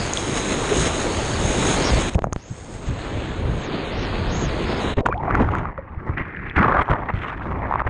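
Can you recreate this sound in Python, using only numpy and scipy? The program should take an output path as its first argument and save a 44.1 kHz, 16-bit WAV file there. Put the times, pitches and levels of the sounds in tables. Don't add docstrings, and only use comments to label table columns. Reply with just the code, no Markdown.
import sys
import numpy as np
from scipy import signal
from scipy.io import wavfile
from scipy.ndimage import uniform_filter1d

SR = 44100
rng = np.random.default_rng(int(sys.argv[2]) if len(sys.argv) > 2 else 0)


def materialize(psi):
    bounded = np.clip(np.atleast_2d(psi).T, -1, 1)
    quanta = np.round(bounded * 32767).astype(np.int16)
    wavfile.write(sys.argv[1], SR, quanta)


N = 348105

# t/s, rumble level/dB, churn level over the water's own/dB
BUFFET_CURVE = [(0, -32.5, -1.5), (.6, -31.5, 0.5), (.78, -28, 6.5), (.97, -30, -9.5), (1.4, -24.5, 0.5),
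                (2.05, -25, 2), (2.15, -23, -2.5), (2.25, -33, 7.5), (2.44, -44, -0.5), (2.86, -35.5, 1.5),
                (3.25, -29, 3), (3.55, -33, 1), (3.72, -36.5, 4.5), (4.1, -26.5, 2), (4.9, -28, 3),
                (5.21, -31.5, 0), (5.33, -27, -0.5), (5.41, -16.5, 1.5), (5.56, -24, -2), (5.89, -41.5, -4),
                (6.11, -32.5, 2.5), (6.35, -40.5, -4), (6.57, -26, -3.5), (6.8, -26.5, -9),
                (7.03, -32.5, -7), (7.34, -37.5, -8), (7.5, -29, 2.5), (7.89, -28.5, -17)]
# middle t/s, peak level/dB, half length/s
RUMBLE_HEAVES = [(0, -21.5, 0.058), (0.813, -16, 0.025), (1.95, -18, 0.045), (2.16, -17, 0.016),
                 (2.52, -28, 0.016), (2.914, -23.5, 0.037), (3.16, -32, 0.037), (3.51, -22, 0.091),
                 (3.95, -34, 0.03), (4.447, -24, 0.076), (4.991, -20, 0.011), (6.407, -33, 0.069),
                 (6.803, -31, .015), (6.913, -19, 0.023), (7.154, -21, 0.045)]
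# t/s, level/dB, middle pitch f/Hz, time to fall by 60 dB/s
THUMP_HITS = [(0.717, -5.5, 317, 0.074), (2.154, 8, 110, 0.024), (2.242, -6, 160, 0.027),
              (2.267, -10, 107, 0.041), (2.507, -13.5, 119, 0.043), (2.873, -13.5, 98, 0.17),
              (4.971, -2.5, 56.3, 0.076), (5.369, -22, 61.9, 0.039), (5.417, -9, 120, 0.095),
              (5.971, -8, 89, 0.046), (6.092, -9, 62, 0.092), (6.206, -6, 248, 0.03),
              (6.566, -4.5, 65.6, 0.081), (6.598, -2, 159, 0.07), (6.658, -10, 98, 0.088),
              (7.128, -17, 59, 0.22), (7.499, -29, 110, 0.071), (7.86, -7.5, 77.5, 0.046)]
# t/s, level/dB, settling time/s
MEMBRANE_STEPS = [(2.191, -5.5, 0.0005), (2.221, -13, 0.0028), (2.326, -9, 0.0013), (2.362, -8.5, 0.0013),
                  (5.007, -10, .002)]
# t/s, ring level/dB, starting pitch f/Hz, crack level/dB
PORT_SLAPS = [(.1355, -8.5, 6480, -40), (.173, -8.5, 3270, -23), (2.1464, -22, 2470, -20),
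              (2.184, -14, 704, -55), (2.2418, -6.5, 630, -34), (2.2414, -13, 1220, -55),
              (2.253, -37, 1490, -26), (2.27, -16, 556, -42), (2.3306, -16, 1140, -14),
              (5.061, -2.5, 1280, -36), (5.065, -2, 930, -33), (5.087, -8, 870, -47),
              (5.126, -9.5, 1220, -50), (5.178, -36.5, 3180, -55), (5.235, -11.5, 786, -58),
              (5.309, -6.5, 1210, -51), (5.352, -3.5, 1300, -41), (5.489, -11, 1170, -44),
              (5.552, -9, 1330, -37), (5.585, -21, 2010, -32), (5.655, -12, 1120, -57),
              (5.778, -17, 1150, -50), (6.171, -30, 1850, -50), (6.203, -24, 1640, -50),
              (6.561, -18, 1690, -42), (6.57, -9, 1770, -38), (6.644, -3.5, 1120, -52),
              (6.769, -8, 1220, -56), (6.795, -6, 1270, -58), (6.831, -21, 1250, -25),
              (6.889, -8, 900, -50), (6.903, -12, 1140, -54), (6.916, -8, 1160, -52),
              (7.099, -20, 1200, -49), (7.42, -21, 1500, -40), (7.521, -14.5, 1040, -52),
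              (7.622, -24, 740, -47), (7.711, -8, 824, -49), (7.724, -6.5, 990, -56), (7.739, -5, 980, -46),
              (7.757, -5, 950, -54), (7.795, -14.5, 1690, -53), (7.803, -8.5, 1230, -61),
              (7.818, -10, 1000, -60), (7.851, -22, 791, -43), (7.869, -12.5, 1100, -30)]
# t/s, pitch f/Hz, level/dB
GURGLE_GLIDES = [
    [(5.012, 780, -36), (5.04, 470, -31), (5.056, 606, -39)],
    [(5.087, 550, -21), (5.105, 374, -26)],
    [(5.095, 845, -36), (5.125, 1210, -27), (5.138, 1670, -35), (5.148, 2700, -37)],
    [(5.105, 2460, -43), (5.135, 2260, -39)],
    [(5.13, 490, -20), (5.15, 673, -27.5), (5.185, 867, -30), (5.22, 926, -36), (5.26, 756, -34.5),
     (5.3, 666, -24)],
    [(5.77, 588, -37), (5.79, 564, -32.5), (5.82, 530, -51), (5.86, 563, -46)],
    [(5.86, 1130, -53), (6.06, 1150, -47)],
]
# t/s, level/dB
SLOSH_STRETCHES = [
    [(2.15, -54), (2.24, -43), (2.37, -57)],
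    [(4.972, -31.5), (5.058, -25), (5.1, -43.5), (5.15, -44.5), (5.23, -35), (5.24, -31), (5.31, -26),
     (5.335, -26), (5.436, -22), (5.454, -33), (5.546, -25), (5.72, -38), (5.8, -46), (6.05, -43),
     (6.07, -35.5), (6.164, -41), (6.172, -28.5), (6.21, -28.5), (6.225, -37), (6.36, -38.5), (6.51, -34.5),
     (6.56, -21.5), (6.572, -19.5), (6.8, -19.5), (6.85, -24), (6.917, -21), (6.98, -30), (7.07, -33),
     (7.134, -37), (7.206, -37.5), (7.248, -29), (7.39, -35), (7.55, -33), (7.7, -29.5), (7.78, -32),
     (7.82, -24.5), (7.9, -47)],
]
# peak t/s, peak level/dB
SLOSH_SPLASHES = [(2.149, -18.5), (2.19, -28.5), (2.27, -43), (4.992, -21.5), (5.789, -34.5), (6.096, -28),
                  (6.283, -30.5), (6.794, -23), (7.104, -20.5), (7.876, -23.5)]
# t/s, air pocket pitch f/Hz, upper cavity level/dB,
# change in the level of leaking treble/dB
POCKET_CURVE = [(2.15, 720, -24, -17), (2.37, 800, -6, -6), (4.97, 800, -1, 10), (5.04, 705, -28, -14),
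                (5.06, 1020, -17, 14), (5.13, 1150, -12, -14), (5.2, 790, -8, 0), (5.31, 1200, -1.5, -16),
                (5.41, 1014, -6, 1), (5.6, 1120, -6.5, 3.5), (5.75, 1000, -0.5, -21), (5.9, 1300, -4, -6),
                (6.1, 1100, -1, -11), (6.17, 1556, 10.5, -9), (6.5, 1600, 12.5, -4), (6.575, 1480, 1.5, 10),
                (6.69, 1146, -10, -3.5), (6.9, 1140, -2.5, 4), (7.03, 900, -7, -5), (7.1, 1060, 2.5, -2),
                (7.15, 1400, 6, 18.5), (7.4, 1200, -3, 9), (7.57, 934, -5.5, -4), (7.8, 1040, -2, -6),
                (7.89, 1020, 1, 1)]
# f/Hz, level/dB
LEAK_SPECTRUM = [(880, -30), (1500, -6.5), (1600, -5.5), (3490, -27), (4700, -45), (7980, -53.5),
                 (10800, -66.5), (14100, -104), (22000, -120)]
# t/s, level/dB, fizz (tilt towards bright)/dB
WHITEWATER_STRETCHES = [
    [(0, -32, 0.5), (.23, -33.5, 1.5), (.72, -29, -0.5), (.82, -29, 3), (.92, -30, -1), (1.02, -29, -2),
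     (1.34, -31.5, 0), (1.71, -26.5, 1), (2.0, -28.5, 0), (2.1, -36, 3.5), (2.153, -27, -4.5),
     (2.162, -60, -17), (2.23, -47, 1), (2.27, -75, -10), (2.34, -64, -3), (2.38, -52, 0), (2.72, -46, -2),
     (3.07, -37, 1), (3.56, -37.5, -2.5), (3.68, -35, 1), (4.66, -33, -0.5), (4.83, -30.5, -1),
     (4.91, -30.5, 0.5), (5.01, -46, 0)],
]
# middle t/s, swell level/dB
SPRAY_SHEETS = [(.37, 3.5), (.53, 3), (.78, 0), (.87, 3.5), (1.81, 0.5), (2.092, 4.5), (2.745, 2.5),
                (2.88, 3), (3.7, -1.5), (4.72, 2.5)]
# f/Hz, level/dB
PORT_SPECTRUM = [(25, -13), (150, -9.5), (400, 2), (1100, -5), (3600, -13), (4600, -17), (5700, -16),
                 (6050, -24.5), (6300, -9), (6520, -4), (6900, -11.5), (7400, -14), (9700, -19.5),
                 (10350, -41.5), (14000, -88)]
# start t/s, end t/s, ceiling of the edge f/Hz
FILM_THINNINGS = [(-.1, 0.153, 4930), (0.397, 0.685, 4220), (1.037, 1.4, 4740), (1.796, 1.928, 6400),
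                  (1.75, 2.007, 4830), (2.354, 2.974, 9400), (2.7, 3.455, 8930), (3.187, 3.708, 10300),
                  (3.55, 3.85, 4770), (3.9, 4.084, 6360), (4.0, 4.27, 4920), (4.25, 4.513, 7800),
                  (4.4, 4.633, 4800), (4.63, 4.818, 5300)]
# t/s, level through the film/dB, level of spray that gets past it/dB
TREBLE_CURVE = [(0, 19, 2), (.15, -20, 1), (.72, -5, -4), (.8, -2, 4), (.9, -24, -3.5), (1.3, 6, 0.5),
                (1.5, -8, -2), (1.85, 6.5, 1), (2.15, -14, -5), (2.4, 3, 1), (2.88, -6, 5),
                (2.9, -10.5, -21), (3.5, -18.5, -12), (3.7, -8, -19), (4.4, -5.5, -14.5), (4.82, -3.5, -13),
                (5.01, 2, -21)]
# start t/s, length/s, level drop/dB
PORT_SEALS = [(2.099, 0.053, 9.5), (2.194, 0.04, 12.5), (4.941, 0.026, 16.5), (5.015, 0.039, 21),
              (5.731, 0.042, 4.5), (6.514, 0.046, 13), (6.83, 0.065, 11.5), (7.106, 0.03, 7.5),
              (7.821, 0.029, 12)]

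T_S = np.arange(N) / SR
HIT_T_S = np.arange(6000) / SR
FRAME_S = np.arange(N // 128 + 2) * 128 / SR
HZ = np.fft.rfftfreq(512, 1 / SR)[:, None]

SLAP_T60_S, SLAP_ONSET_CYCLES = 0.0075, 0.33
PORT_HZ, PORT_WIDTH_HZ, PORT_RING_DB = 6500, 500, 9.5
PORT_FLOODED_S = 5.68
UPPER_HZ, UPPER_WIDTH_HZ = 1950, 900
LEAK_FLICKER_DB = 5
SPLASH_RISE_DB_PER_S, SPLASH_FALL_DB_PER_S = 600, 1106
SHEET_HALF_S = 0.018
REST_HZ = 4130
CLIMB_HZ_PER_S, DROP_HZ_PER_S = 36600, 54000
SPRAY_LOSS_DB_PER_KHZ = 6
SEAL_EDGE_S = 0.0051
CUTOFF_HZ = 11000


def gain_of(db):
    return 10 ** (np.asarray(db) / 20)


def evened(x):
    return x / np.sqrt(np.mean(x ** 2) + 1e-20)


def read_spectrum(points, hz):
    f, value = np.transpose(points)
    return np.interp(np.log(hz + 1), np.log(f + 1), value)


def add(mix, s, sound):
    part = mix[round(s * SR):][:len(sound)]
    part += sound[:len(part)]


def read_columns(tables, t):
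    s, *rest = np.transpose(np.vstack(tables))
    inside = sum((t >= rows[0][0]) & (t <= rows[-1][0]) for rows in tables)
    gate = uniform_filter1d(inside * 1., size=150)
    return gate, [np.interp(t, s, column) for column in rest]


def lumpy(lump_s, lump_db):
    lumps = evened(uniform_filter1d(rng.standard_normal(N), max(1, int(lump_s * SR))))
    return evened(rng.standard_normal(N) * gain_of(lump_db * lumps))


def bandpassed(x, lo, hi):
    return evened(signal.sosfilt(signal.butter(2, [lo, hi], "bandpass", fs=SR, output="sos"), x))


def coloured(x, colour, lo, hi, patchy_db):
    frames = signal.stft(x, nperseg=512, noverlap=384)[2]
    colour = (colour * np.ones((1, len(FRAME_S))))[:, :frames.shape[1]]
    patches = uniform_filter1d(rng.standard_normal(colour.shape), size=5, axis=0)
    patches = uniform_filter1d(patches, size=18, axis=1)
    colour = colour * gain_of(patchy_db * evened(patches))
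    band = (HZ >= lo) & (HZ <= hi)
    power = uniform_filter1d((colour ** 2 * band).mean(0), size=9)
    shaped = frames[:, :colour.shape[1]] * colour / np.sqrt(power)
    return signal.istft(shaped, nperseg=512, noverlap=384)[1][:N]


def resonate(x, hz, width):
    turn = np.exp(2j * np.pi * np.cumsum(hz) / SR)
    r = np.exp(-np.pi * width / SR)
    return 2 * (turn * signal.lfilter([1 - r], [1, -r], x / turn)).real


def buffet():
    _, (rumble_db, churn_db) = read_columns([BUFFET_CURVE], T_S)
    heaves = sum(gain_of(db) * np.exp(-((T_S - s) / half) ** 2) for s, db, half in RUMBLE_HEAVES)
    rumble = bandpassed(lumpy(0.057, 1.54), 28, 125)
    churn = bandpassed(lumpy(0.017, 2.7), 150, 400)
    water = foam_level() + slosh_level()
    return np.hypot(gain_of(rumble_db), heaves) * rumble + gain_of(churn_db) * water * churn


def thumps():
    out, t = np.zeros(N), HIT_T_S
    for s, db, hz, t60 in THUMP_HITS:
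        wobble = 1 + 0.33 * evened(uniform_filter1d(rng.standard_normal(len(t)), size=300))
        swing = np.sin(2 * np.pi * np.cumsum(hz * wobble) / SR)
        add(out, s, gain_of(db - 60 * t / t60) * (1 - np.exp(-t / 0.0046)) * swing)
    return out


def steps():
    out, t = np.zeros(N), HIT_T_S
    for s, db, settle in MEMBRANE_STEPS:
        u = t / settle
        rise = (1 - np.exp(-t / .00007)) ** 3
        add(out, s, -gain_of(db) * rise * (1 - 0.74 * u) * np.exp(-.55 * u))
    return out


def slaps():
    out, t = np.zeros(N), HIT_T_S
    for s, db, hz, crack_db in PORT_SLAPS:
        cycles = hz * t * (1 + 12 * t)
        onset = (1 - np.exp(-cycles / SLAP_ONSET_CYCLES)) ** 2
        ring = onset * gain_of(-60 * t / SLAP_T60_S) * np.sin(2 * np.pi * cycles)
        crack = gain_of(crack_db) * np.exp(-t / 0.00084) * rng.standard_normal(len(t))
        port_ring = resonate(crack, np.full(len(t), PORT_HZ), PORT_WIDTH_HZ)
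        crack = crack + (s < PORT_FLOODED_S) * gain_of(PORT_RING_DB + 10.0) * port_ring
        add(out, s, gain_of(db) * (.85 * ring / abs(ring).max() + crack))
    return out


def gurgles():
    out, air = np.zeros(N), lumpy(.006, 2.5)
    for rows in GURGLE_GLIDES:
        t = np.arange(rows[0][0], rows[-1][0], 1 / SR)
        _, (hz, db) = read_columns([rows], t)
        rough = resonate(air[round(t[0] * SR):][:len(t)], hz, 110)
        rough = evened(resonate(rough, hz, 110))
        clear = .6 * np.sin(2 * np.pi * np.cumsum(hz) / SR)
        add(out, t[0], gain_of(db) * evened(rough + clear) * signal.windows.tukey(len(t), .15))
    return out


def slosh_level():
    gate, (level_db,) = read_columns(SLOSH_STRETCHES, T_S)
    for s, db in SLOSH_SPLASHES:
        slope_db = np.minimum((T_S - s) * SPLASH_RISE_DB_PER_S, (s - T_S) * SPLASH_FALL_DB_PER_S)
        level_db = np.maximum(level_db, db + slope_db)
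    return gate * gain_of(level_db)


def leaking_treble(leak_db):
    leak = gain_of(read_spectrum(LEAK_SPECTRUM, HZ) + leak_db) * np.minimum(HZ / 2500, 1) ** 3
    port_ring = gain_of(PORT_RING_DB) / (1 + ((HZ - PORT_HZ) / (PORT_WIDTH_HZ / 2)) ** 2)
    leak = leak * (1 + (FRAME_S < PORT_FLOODED_S) * port_ring)
    spurts = evened(uniform_filter1d(rng.standard_normal(len(FRAME_S)), size=2))
    return leak * evened(gain_of(LEAK_FLICKER_DB * spurts))


def bubbles(pocket_hz):
    out, t = np.zeros(N), np.arange(2000) / SR
    for at, spread, size, ring in rng.random((600, 4)):
        pitch = np.interp(at * N / SR, FRAME_S, pocket_hz) * 2 ** (1.71 * (spread - .4))
        cycles = pitch * t * (1 + 13.0 * t)
        shape = (1 - np.exp(-cycles / .8)) * np.exp(-cycles / (1.5 + 4.5 * ring))
        add(out, at * N / SR, (1 - size) ** 3.1 * shape * np.sin(2 * np.pi * cycles))
    return evened(out)


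def slosh():
    _, (pocket_hz, upper_db, leak_db) = read_columns([POCKET_CURVE], FRAME_S)
    ratio = HZ / pocket_hz
    pocket = 1 / np.sqrt((1 - ratio ** 2) ** 2 + (0.48 * ratio) ** 2)
    pocket = pocket / np.sqrt(1 + (ratio / 1.61) ** 8)
    pocket = pocket * np.minimum(ratio / 0.58, 1) ** 0.56
    upper = gain_of(upper_db) / (1 + ((HZ - UPPER_HZ) / (UPPER_WIDTH_HZ / 2)) ** 2) ** 1.74
    colour = np.sqrt(pocket ** 2 + upper ** 2 + leaking_treble(leak_db) ** 2)
    ticks = (rng.random(N) < 45 / SR) * gain_of(16.0 + 5.1 * rng.standard_normal(N))
    knocks = coloured(lumpy(.004, 3.4) + ticks, colour, 500, 2500, patchy_db=2.0)
    return slosh_level() * (knocks + gain_of(-11.5) * bubbles(pocket_hz))


def foam_level():
    gate, (level_db, _) = read_columns(WHITEWATER_STRETCHES, T_S)
    sheets_db = sum(db * np.exp(-((T_S - s) / SHEET_HALF_S) ** 2) for s, db in SPRAY_SHEETS)
    return gate * gain_of(level_db + sheets_db)


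def film_edge():
    edge = np.full(len(FRAME_S), REST_HZ * 1.)
    for start, end, top_hz in FILM_THINNINGS:
        reach = np.minimum((FRAME_S - start) * CLIMB_HZ_PER_S, (end - FRAME_S) * DROP_HZ_PER_S)
        room = top_hz - REST_HZ
        edge = np.maximum(edge, REST_HZ + room * np.tanh(reach / room))
    return edge


def whitewater():
    _, (_, fizz_db) = read_columns(WHITEWATER_STRETCHES, FRAME_S)
    _, (through_db, spray_db) = read_columns([TREBLE_CURVE], FRAME_S)
    edge_hz = film_edge()
    octaves = np.log2((HZ + 1) / 1000)
    tilt_db = fizz_db * np.clip(octaves / 1.3, -1, 1)
    treble = np.clip((HZ - 4100) / 1100, 0, 1)
    rim = 1 + 0.47 * np.exp(-((HZ / edge_hz - .93) / 0.081) ** 2)
    film = gain_of(tilt_db * (1 - treble) + through_db * treble) * rim
    film = film / np.sqrt(1 + (HZ / edge_hz) ** 50)
    loss_db = SPRAY_LOSS_DB_PER_KHZ * (edge_hz - REST_HZ) / 1000
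    spray = gain_of(spray_db - loss_db) / np.sqrt(1 + (4300 / (HZ + 1)) ** 12)
    colour = gain_of(read_spectrum(PORT_SPECTRUM, HZ)) * np.hypot(film, spray)
    return foam_level() * coloured(lumpy(.0015, 1.4), colour, 600, 1600, patchy_db=1.0)


def opening():
    shut_db = 0
    for s, length, drop_db in PORT_SEALS:
        inside_s = np.minimum(T_S - s, s + length - T_S)
        shut_db = shut_db + drop_db * np.clip(inside_s / SEAL_EDGE_S + .5, 0, 1)
    return gain_of(-shut_db)


def scene():
    through_port = opening() * (buffet() + slosh() + whitewater())
    hits = thumps() + steps() + slaps()
    return (through_port + gurgles() + hits)[None]


def record(dry):
    rounded = 0.83 * np.tanh(dry / 0.78)
    lowpass = signal.firwin(511, CUTOFF_HZ, window=("kaiser", 9), fs=SR)
    return signal.oaconvolve(rounded, lowpass[None], "same")


dry = scene()
out = record(dry)
materialize(out)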